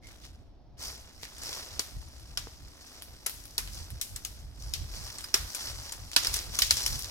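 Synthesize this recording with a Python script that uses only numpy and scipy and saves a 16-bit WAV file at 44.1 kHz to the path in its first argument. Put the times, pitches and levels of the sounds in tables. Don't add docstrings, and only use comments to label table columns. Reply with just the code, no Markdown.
import sys
import numpy as np
from scipy import signal
from scipy.fft import rfft, irfft, next_fast_len
from scipy.io import wavfile

SR = 44100
rng = np.random.default_rng(int(sys.argv[2]) if len(sys.argv) > 2 else 0)


def to_wav(sig):
    pcm = np.clip(np.atleast_2d(sig), -1, 1) * 32767
    pcm = np.round(pcm).astype(np.int16)
    wavfile.write(sys.argv[1], SR, pcm.T)


N = 313330
TIME = np.arange(N) / SR

# [t of the height/s, standard deviation/s, level/dB]
GUSTS = [(0.3, 0.15, -50.5), (0.849, 0.19, -49.5), (1.5, 0.15, -51.5), (1.77, 0.045, -44.5),
         (1.971, 0.026, -36.5), (2.33, 0.33, -48.5), (2.64, 0.028, -46), (3.75, 0.093, -43),
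         (4.25, 0.64, -47.5), (4.86, 0.2, -37.5), (5.43, 0.037, -38.5), (5.75, 0.072, -42),
         (6.03, 0.056, -40.5), (6.332, 0.057, -39), (6.599, 0.34, -43), (6.94, 0.041, -36)]
# [f/Hz, relative level/dB]
BUFFET = [(12, -24), (28, -6), (45, 3.5), (75, -0.5), (120, -7.5), (180, -21.5), (300, -32), (800, -67.5)]
# [f/Hz, relative level/dB]
WOODLAND_AIR = [(40, 7), (150, -3), (290, 1), (450, -10), (700, -5.5), (1200, -21), (2400, -29.5),
                (5500, -25), (8000, -52), (16000, -50)]
# [start t/s, time under pressure/s, level/dB, wood f/Hz, its width/Hz]
RASPS = [(0.0, 0.09, -53, 2140, 149), (0.2, 0.056, -51, 3600, 1200), (1.18, 0.08, -48, 2130, 910),
         (6.18, 0.12, -43, 3000, 1200), (6.62, 0.11, -42, 3150, 1200)]
# [start t/s, time under pressure/s, level before panning/dB]
SCRAPES = [(0.0, 0.27, -62), (1.19, 0.049, -43.5), (3.26, 0.34, -58), (3.669, 0.077, -49),
           (6.069, 0.067, -50.5), (6.3, 0.036, -28), (6.5, 0.34, -40), (6.93, 0.16, -44.5)]
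# [start t/s, time under pressure/s, rustle level before trims/dB, weight on the layer below/dB]
SWEEPS = [(0.03, 0.092, -61.5, 7.5), (0.18, 0.027, -52.5, -0.5), (0.763, 0.11, -39.5, 1),
          (1.22, 0.63, -51, 2.5), (1.368, 0.21, -40, 2.5), (1.68, 0.098, -50.5, -5), (2.74, 0.23, -54, 0.5),
          (3.7, 0.06, -43, 0.5), (4.568, 0.047, -47.5, -9), (4.87, 0.26, -43.5, 1), (5.42, 0.2, -42.5, -10),
          (5.53, 0.17, -41, 2.5), (5.701, 0.18, -45.5, 1), (6.17, 0.21, -40.5, 4.5),
          (6.478, 0.11, -39.5, 3), (6.702, 0.24, -35.5, -4), (6.98, 0.21, -48, 4.5)]
TRAILS = [(0.7, 3.706, -55.5, 0.0071), (4.4, 2.1, -50.5, 0)]
# [f/Hz, relative level/dB]
LEAF_RUSTLE = [(1500, -11), (2600, -15.5), (3600, -12), (4500, -1), (5600, 1), (6600, -5.5), (8300, -7.5),
               (10000, -13.5), (11700, -8), (16000, -19.5)]
# [f/Hz, relative level/dB]
LEAF_CRUSH = [(120, -11), (300, -2), (650, -1), (1000, -2), (1550, -3), (2500, -5), (4000, -2), (9000, -69)]
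# [f/Hz, relative level/dB]
DRY_WOOD = [(250, -16), (750, -11), (1050, -6), (2500, -2), (3400, 2.5), (5500, 5), (7500, -5.5),
            (9500, -10.5), (11500, -7), (16000, -19)]
# [t/s, level over the first 3 ms/dB, twig f/Hz]
TICKS = [(0.071, -47.5, 5470), (1.2327, -36, 4500), (1.382, -43.5, 7800), (1.435, -36, 6000),
         (2.1995, -54, 10000), (3.022, -37, 11000), (3.296, -33, 10900), (3.341, -43.5, 11000),
         (3.455, -42, 11100), (3.6755, -39.5, 2500), (3.904, -40, 9700), (5.208, -39, 7950),
         (6.116, -37, 5430), (6.133, -35, 4000), (6.235, -30, 5500), (6.248, -24.5, 4400),
         (6.363, -28.5, 7560), (6.39, -29.5, 4000), (6.77, -24.5, 4970), (6.9925, -33, 11000),
         (7.045, -32, 4500)]
# [t/s, level relative to the modes/dB]
KNOCKS = [(1.232, -3), (1.7955, 5), (2.4712, 0)]
# [f/Hz, amplitude level at a 0 dB blow/dB, 60 dB decay time/s]
KNOCK_MODES = [(468, -44.5, 0.044), (995, -23.5, 0.0018)]
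# [t/s, crack level before panning/dB, length of the break/s, twig f/Hz,
# splinters relative to the crack/dB, left over right/dB]
SNAPS = [(1.794, -24, 0.0027, 5640, -4.5, 0), (2.3738, -25.5, 0.0042, 5350, -8.5, 1.5),
         (3.2621, -30.5, 0.0064, 10230, 6, 1), (3.5799, -23.5, 0.0039, 4500, -3, 0),
         (4.013, -30, 0.0022, 8300, 1.5, 0), (4.161, -36.5, 0.0035, 8040, 2, 0.5),
         (4.249, -31.5, 0.0023, 6530, -0.5, 1), (4.7376, -27, 0.0012, 5060, -5, 1),
         (5.1837, -39, 0.0041, 7400, 0, -1), (5.241, -34, 0.0051, 4770, -6, -1),
         (5.3413, -15, 0.0039, 5700, -6.5, -0.5), (5.5475, -33.5, 0.0045, 7200, 2.5, 1),
         (5.9214, -35.5, .0058, 7100, 1, 1), (6.163, -14, 0.0047, 3800, -7, -1.5),
         (6.2694, -21, 0.0031, 4650, -8, 0), (6.34, -27.5, 0.0022, 8500, 1.5, 0),
         (6.5886, -21.5, 0.0038, 5740, -1, 1.5), (6.62, -16.5, .0024, 4700, -8, 0.5),
         (6.708, -13, 0.0029, 4470, -8.5, 0), (6.8624, -22.5, 0.0027, 5660, -3, 1.5)]
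# [lower edge f/Hz, upper edge f/Hz]
SNAP_BANDS = [(220, 2000), (2000, 8000), (8000, 16000)]
# [f/Hz, level difference/dB]
LEFT_OVER_RIGHT = [(3400, -1.5), (4400, -5.5), (5400, 0), (6500, 6.5), (7700, 20), (9000, 1.5), (10400, 11),
                   (11700, -4), (13500, 6.5)]

BREEZE_DB, AIR_DB = -60, -58.5
PRESS_S, PRESS_SHARE = .065, .15
SETTLE_DB_PER_S, RASP_STOP_DB_PER_S = 100, 320
SCRAPE_LOW_HZ = 6800
FIRM_SWEEP_DB, CRUSH_DB, CRUSH_FOLLOWS = -40, -52.5, 0.61
STALK_T60_S = .018
LEAD_IN_S, FIRST_FIBRES_S = .004, .0003
TYPICAL_BREAK_S, BODY_DB, BODY_DB_PER_DOUBLING = .003, -16, 7.5
RIGHT_LAG_S = 5 / SR
CUTOFF_HZ = 15900


def from_db(db):
    return 10 ** (np.asarray(db) / 20)


def rms_one(x):
    return x / np.sqrt(np.mean(x ** 2) + 1e-20)


def together_db(gains):
    return 10 * np.log10(sum(g ** 2 for g in gains) + 1e-12)


def drift(rate, size=N):
    knots = rng.standard_normal(4096)
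    return rms_one(np.interp(TIME[:size] * rate, np.arange(len(knots)), knots))


def colour(x, spectrum):
    size = 2 * next_fast_len(x.shape[-1] // 2 + 4096)
    hz, level_db = np.transpose(spectrum)
    grid = np.maximum(np.arange(size // 2 + 1) * SR / size, 1)
    magnitude = from_db(np.interp(np.log(grid), np.log(hz), level_db))
    cepstrum = irfft(np.log(magnitude))
    cepstrum[1:size // 2] *= 2
    cepstrum[size // 2 + 1:] = 0
    response = np.exp(rfft(cepstrum))
    return irfft(rfft(x, size) * response)[..., :x.shape[-1]]


def pair(three, alike):
    alike = np.clip(alike, 0, 1)
    return np.sqrt(alike) * three[0] + np.sqrt(1 - alike) * three[1:]


def pan(left_db):
    return from_db(np.array([[.5], [-.5]]) * left_db)


def wind():
    gusts = [from_db(db) * np.exp(-.5 * ((TIME - s) / sigma_s) ** 2) for s, sigma_s, db in GUSTS]
    gust_db = together_db([from_db(BREEZE_DB), *gusts])
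    buffet = rms_one(colour(pair(rng.standard_normal((3, N)), alike=0.7), BUFFET))
    air = rms_one(colour(pair(rng.standard_normal((3, N)), alike=0.58), WOODLAND_AIR))
    lumps_db = 3.0 * drift(rate=16)
    return from_db(gust_db + lumps_db) * pan(left_db=1.0) * buffet + from_db(AIR_DB) * air


def grains(per_s, spread_db, grain_s, alike):
    sizes = from_db(spread_db * np.minimum(rng.exponential(1, N), 5))
    born = rng.random(N) < per_s / SR
    decay = np.exp(-2 / (grain_s * SR))
    power = signal.lfilter([1], [1, -decay], born * sizes ** 2 + 1e-18)
    return rms_one(np.sqrt(power) * pair(rng.standard_normal((3, N)), alike))


def stroke(start_s, held_s, level_db, fall_db_per_s):
    t = TIME - start_s
    build = np.clip(t / (PRESS_S + PRESS_SHARE * held_s), 0, 1)
    release_db = fall_db_per_s * np.maximum(t - held_s, 0)
    return np.sin(np.pi / 2 * build) ** 2 * from_db(level_db - release_db)


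def resonate(x, hz, width_hz):
    r = np.exp(-np.pi * width_hz / SR)
    zeros = np.array([1, 0, -1]) * (1 - r * r) / 2
    poles = [1, -2 * r * np.cos(2 * np.pi * hz / SR), r * r]
    return signal.lfilter(zeros, poles, x)


def rasp():
    slips = grains(per_s=700, spread_db=3.0, grain_s=0.0012, alike=0.4)
    bark = from_db(1) * rms_one(colour(slips, DRY_WOOD))
    out = 0
    for s, held_s, db, hz, width_hz in RASPS:
        wood = rms_one(resonate(slips, hz, width_hz))
        out = out + stroke(s, held_s, db, RASP_STOP_DB_PER_S) * rms_one(wood + bark)
    return out


def scrapes():
    slips = colour(grains(per_s=500, spread_db=4.0, grain_s=0.002, alike=0.3), DRY_WOOD)
    high_pass = signal.butter(2, SCRAPE_LOW_HZ, "high", fs=SR, output="sos")
    bright = rms_one(signal.sosfilt(high_pass, slips))
    return sum(stroke(*row, RASP_STOP_DB_PER_S) for row in SCRAPES) * pan(left_db=2.0) * bright


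def stalks(count=1000, order=5):
    t = TIME[:SR // 64]
    out = np.zeros((2, N + len(t)))
    starts = rng.integers(0, N, count)
    sizes = from_db(2.0 * np.minimum(rng.exponential(1, count), 4))
    pitches = rng.uniform(924, 15350, (count, order, 1))
    phases = rng.normal(0, 0.5, (count, 2, order, 1))
    for start, size, hz, phase in zip(starts, sizes, pitches, phases):
        modes = np.sin(2 * np.pi * hz * t + phase).sum(axis=1)
        out[:, start:start + len(t)] += size * from_db(-60 * t / STALK_T60_S) * modes
    return out[:, :N]


def leaves():
    strokes = [(stroke(s, held_s, db, SETTLE_DB_PER_S), weight_db)
               for s, held_s, db, weight_db in SWEEPS + TRAILS]
    rustle_db = together_db(gain for gain, _ in strokes)
    crush_gains = [from_db(weight_db) * (gain / from_db(FIRM_SWEEP_DB)) ** CRUSH_FOLLOWS
                   for gain, weight_db in strokes]
    crush_db = CRUSH_DB + together_db(crush_gains)
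    pressure = from_db(0.86 * (rustle_db - rustle_db.max()))

    rustle = colour(grains(per_s=3000, spread_db=2.2, grain_s=0.0006, alike=0.45), LEAF_RUSTLE)
    crush = colour(grains(per_s=1200, spread_db=3.0, grain_s=0.002, alike=0.7), LEAF_CRUSH)
    crackle = colour(grains(per_s=25 + 90 * pressure, spread_db=2.0, grain_s=0.005, alike=0.9), DRY_WOOD)
    flicks = colour(stalks(), LEAF_RUSTLE)
    crisp = from_db(-2) * rms_one(rustle) + from_db(-9) * rms_one(crackle) + from_db(-8) * rms_one(flicks)
    return from_db(rustle_db) * crisp + from_db(crush_db) * rms_one(crush)


def scatter(t):
    echoes = pair(rng.standard_normal((3, len(t))), alike=0.17)
    echoes = echoes * (1 - np.exp(-t / 0.0046))
    near = from_db(-4) * rms_one(echoes * from_db(-60 * t / 0.066))
    far = from_db(-5) * rms_one(echoes * from_db(-60 * t / 0.57))
    return near + far


def ticks():
    t = TIME[:SR // 4]
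    out = np.zeros((2, N + SR))
    for s, db, hz in TICKS:
        contact = np.exp(-t / .0006) * pair(rng.standard_normal((3, len(t))), alike=0.88)
        click = rms_one(contact) + from_db(-2) * scatter(t)
        sound = resonate(click, hz, width_hz=3500) + from_db(-7) * colour(click, DRY_WOOD)
        onset_rms = np.sqrt(np.mean(sound[:, t < .003] ** 2))
        start = int(s * SR)
        out[:, start:start + len(t)] += from_db(db) * sound / onset_rms
    return out[:, :N]


def knock():
    t = TIME[:SR // 10]
    bump = sum(from_db(db - 60 * t / t60) * np.sin(2 * np.pi * hz * t) for hz, db, t60 in KNOCK_MODES)
    blows = np.zeros(N)
    for s, blow_db in KNOCKS:
        blows[int(s * SR)] = from_db(blow_db)
    return signal.fftconvolve(blows, bump)[:N]


def knotty(spectrum, ripple_db, count):
    hz, level_db = np.transpose(spectrum)
    grid = np.linspace(np.sqrt(hz[0]), np.sqrt(hz[-1]), count) ** 2
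    common_db = np.interp(np.log(grid), np.log(hz), level_db)
    return np.transpose([grid, common_db + ripple_db * rng.standard_normal(count)])


def snap(band_db, length_s, twig_hz):
    t = TIME[:SR // 2] - LEAD_IN_S
    after = np.maximum(t, 0)
    onset = np.minimum(t, 0) / FIRST_FIBRES_S
    ring_out = np.maximum(after - length_s, 0) / 0.0014
    tear = np.exp(onset - ring_out - after / length_s)
    tear = tear * from_db(3.5 * drift(rate=2623, size=len(t)))
    burst = rms_one(tear * pair(rng.standard_normal((3, len(t))), alike=0.73))
    burst = burst + from_db(4) * resonate(burst, twig_hz, width_hz=720)
    burst = colour(burst, knotty(DRY_WOOD, ripple_db=5.5, count=80))
    burst = burst + colour(scatter(after), DRY_WOOD)

    out = 0
    for edges, level_db in zip(SNAP_BANDS, band_db):
        band_pass = signal.butter(3, edges, "band", fs=SR, output="sos")
        part = signal.sosfilt(band_pass, burst)
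        onset_rms = np.sqrt(np.mean(part[:, (t > 0) & (t < .006)] ** 2))
        out = out + from_db(level_db) * part / onset_rms
    return out


def twigs():
    out = np.zeros((2, N + SR))
    for s, crack_db, length_s, twig_hz, splinter_db, left_db in SNAPS:
        doublings = np.log2(length_s / TYPICAL_BREAK_S)
        body_db = crack_db + BODY_DB + BODY_DB_PER_DOUBLING * doublings
        band_db = [body_db, crack_db, crack_db + splinter_db]
        sound = pan(left_db) * snap(band_db, length_s, twig_hz)
        start = int((s - LEAD_IN_S) * SR)
        out[:, start:start + sound.shape[1]] += sound
    return out[:, :N]


def scene():
    left, right = twigs() + ticks() + leaves() + scrapes() + knock() + rasp()
    late_right = np.interp(TIME - RIGHT_LAG_S, TIME, right)
    return np.array([left, late_right]) + wind()


def record(dry):
    hz, left_db = np.transpose(LEFT_OVER_RIGHT)
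    gains = pan(left_db)
    levels_db = 20 * np.log10(gains / np.sqrt(np.mean(gains ** 2, axis=0)))
    ports = [colour(channel, np.transpose([hz, db])) for channel, db in zip(dry, levels_db)]
    low_pass = signal.ellip(10, .1, 80, CUTOFF_HZ, fs=SR, output="sos")
    return signal.sosfilt(low_pass, ports)


dry = scene()
out = record(dry)
to_wav(out)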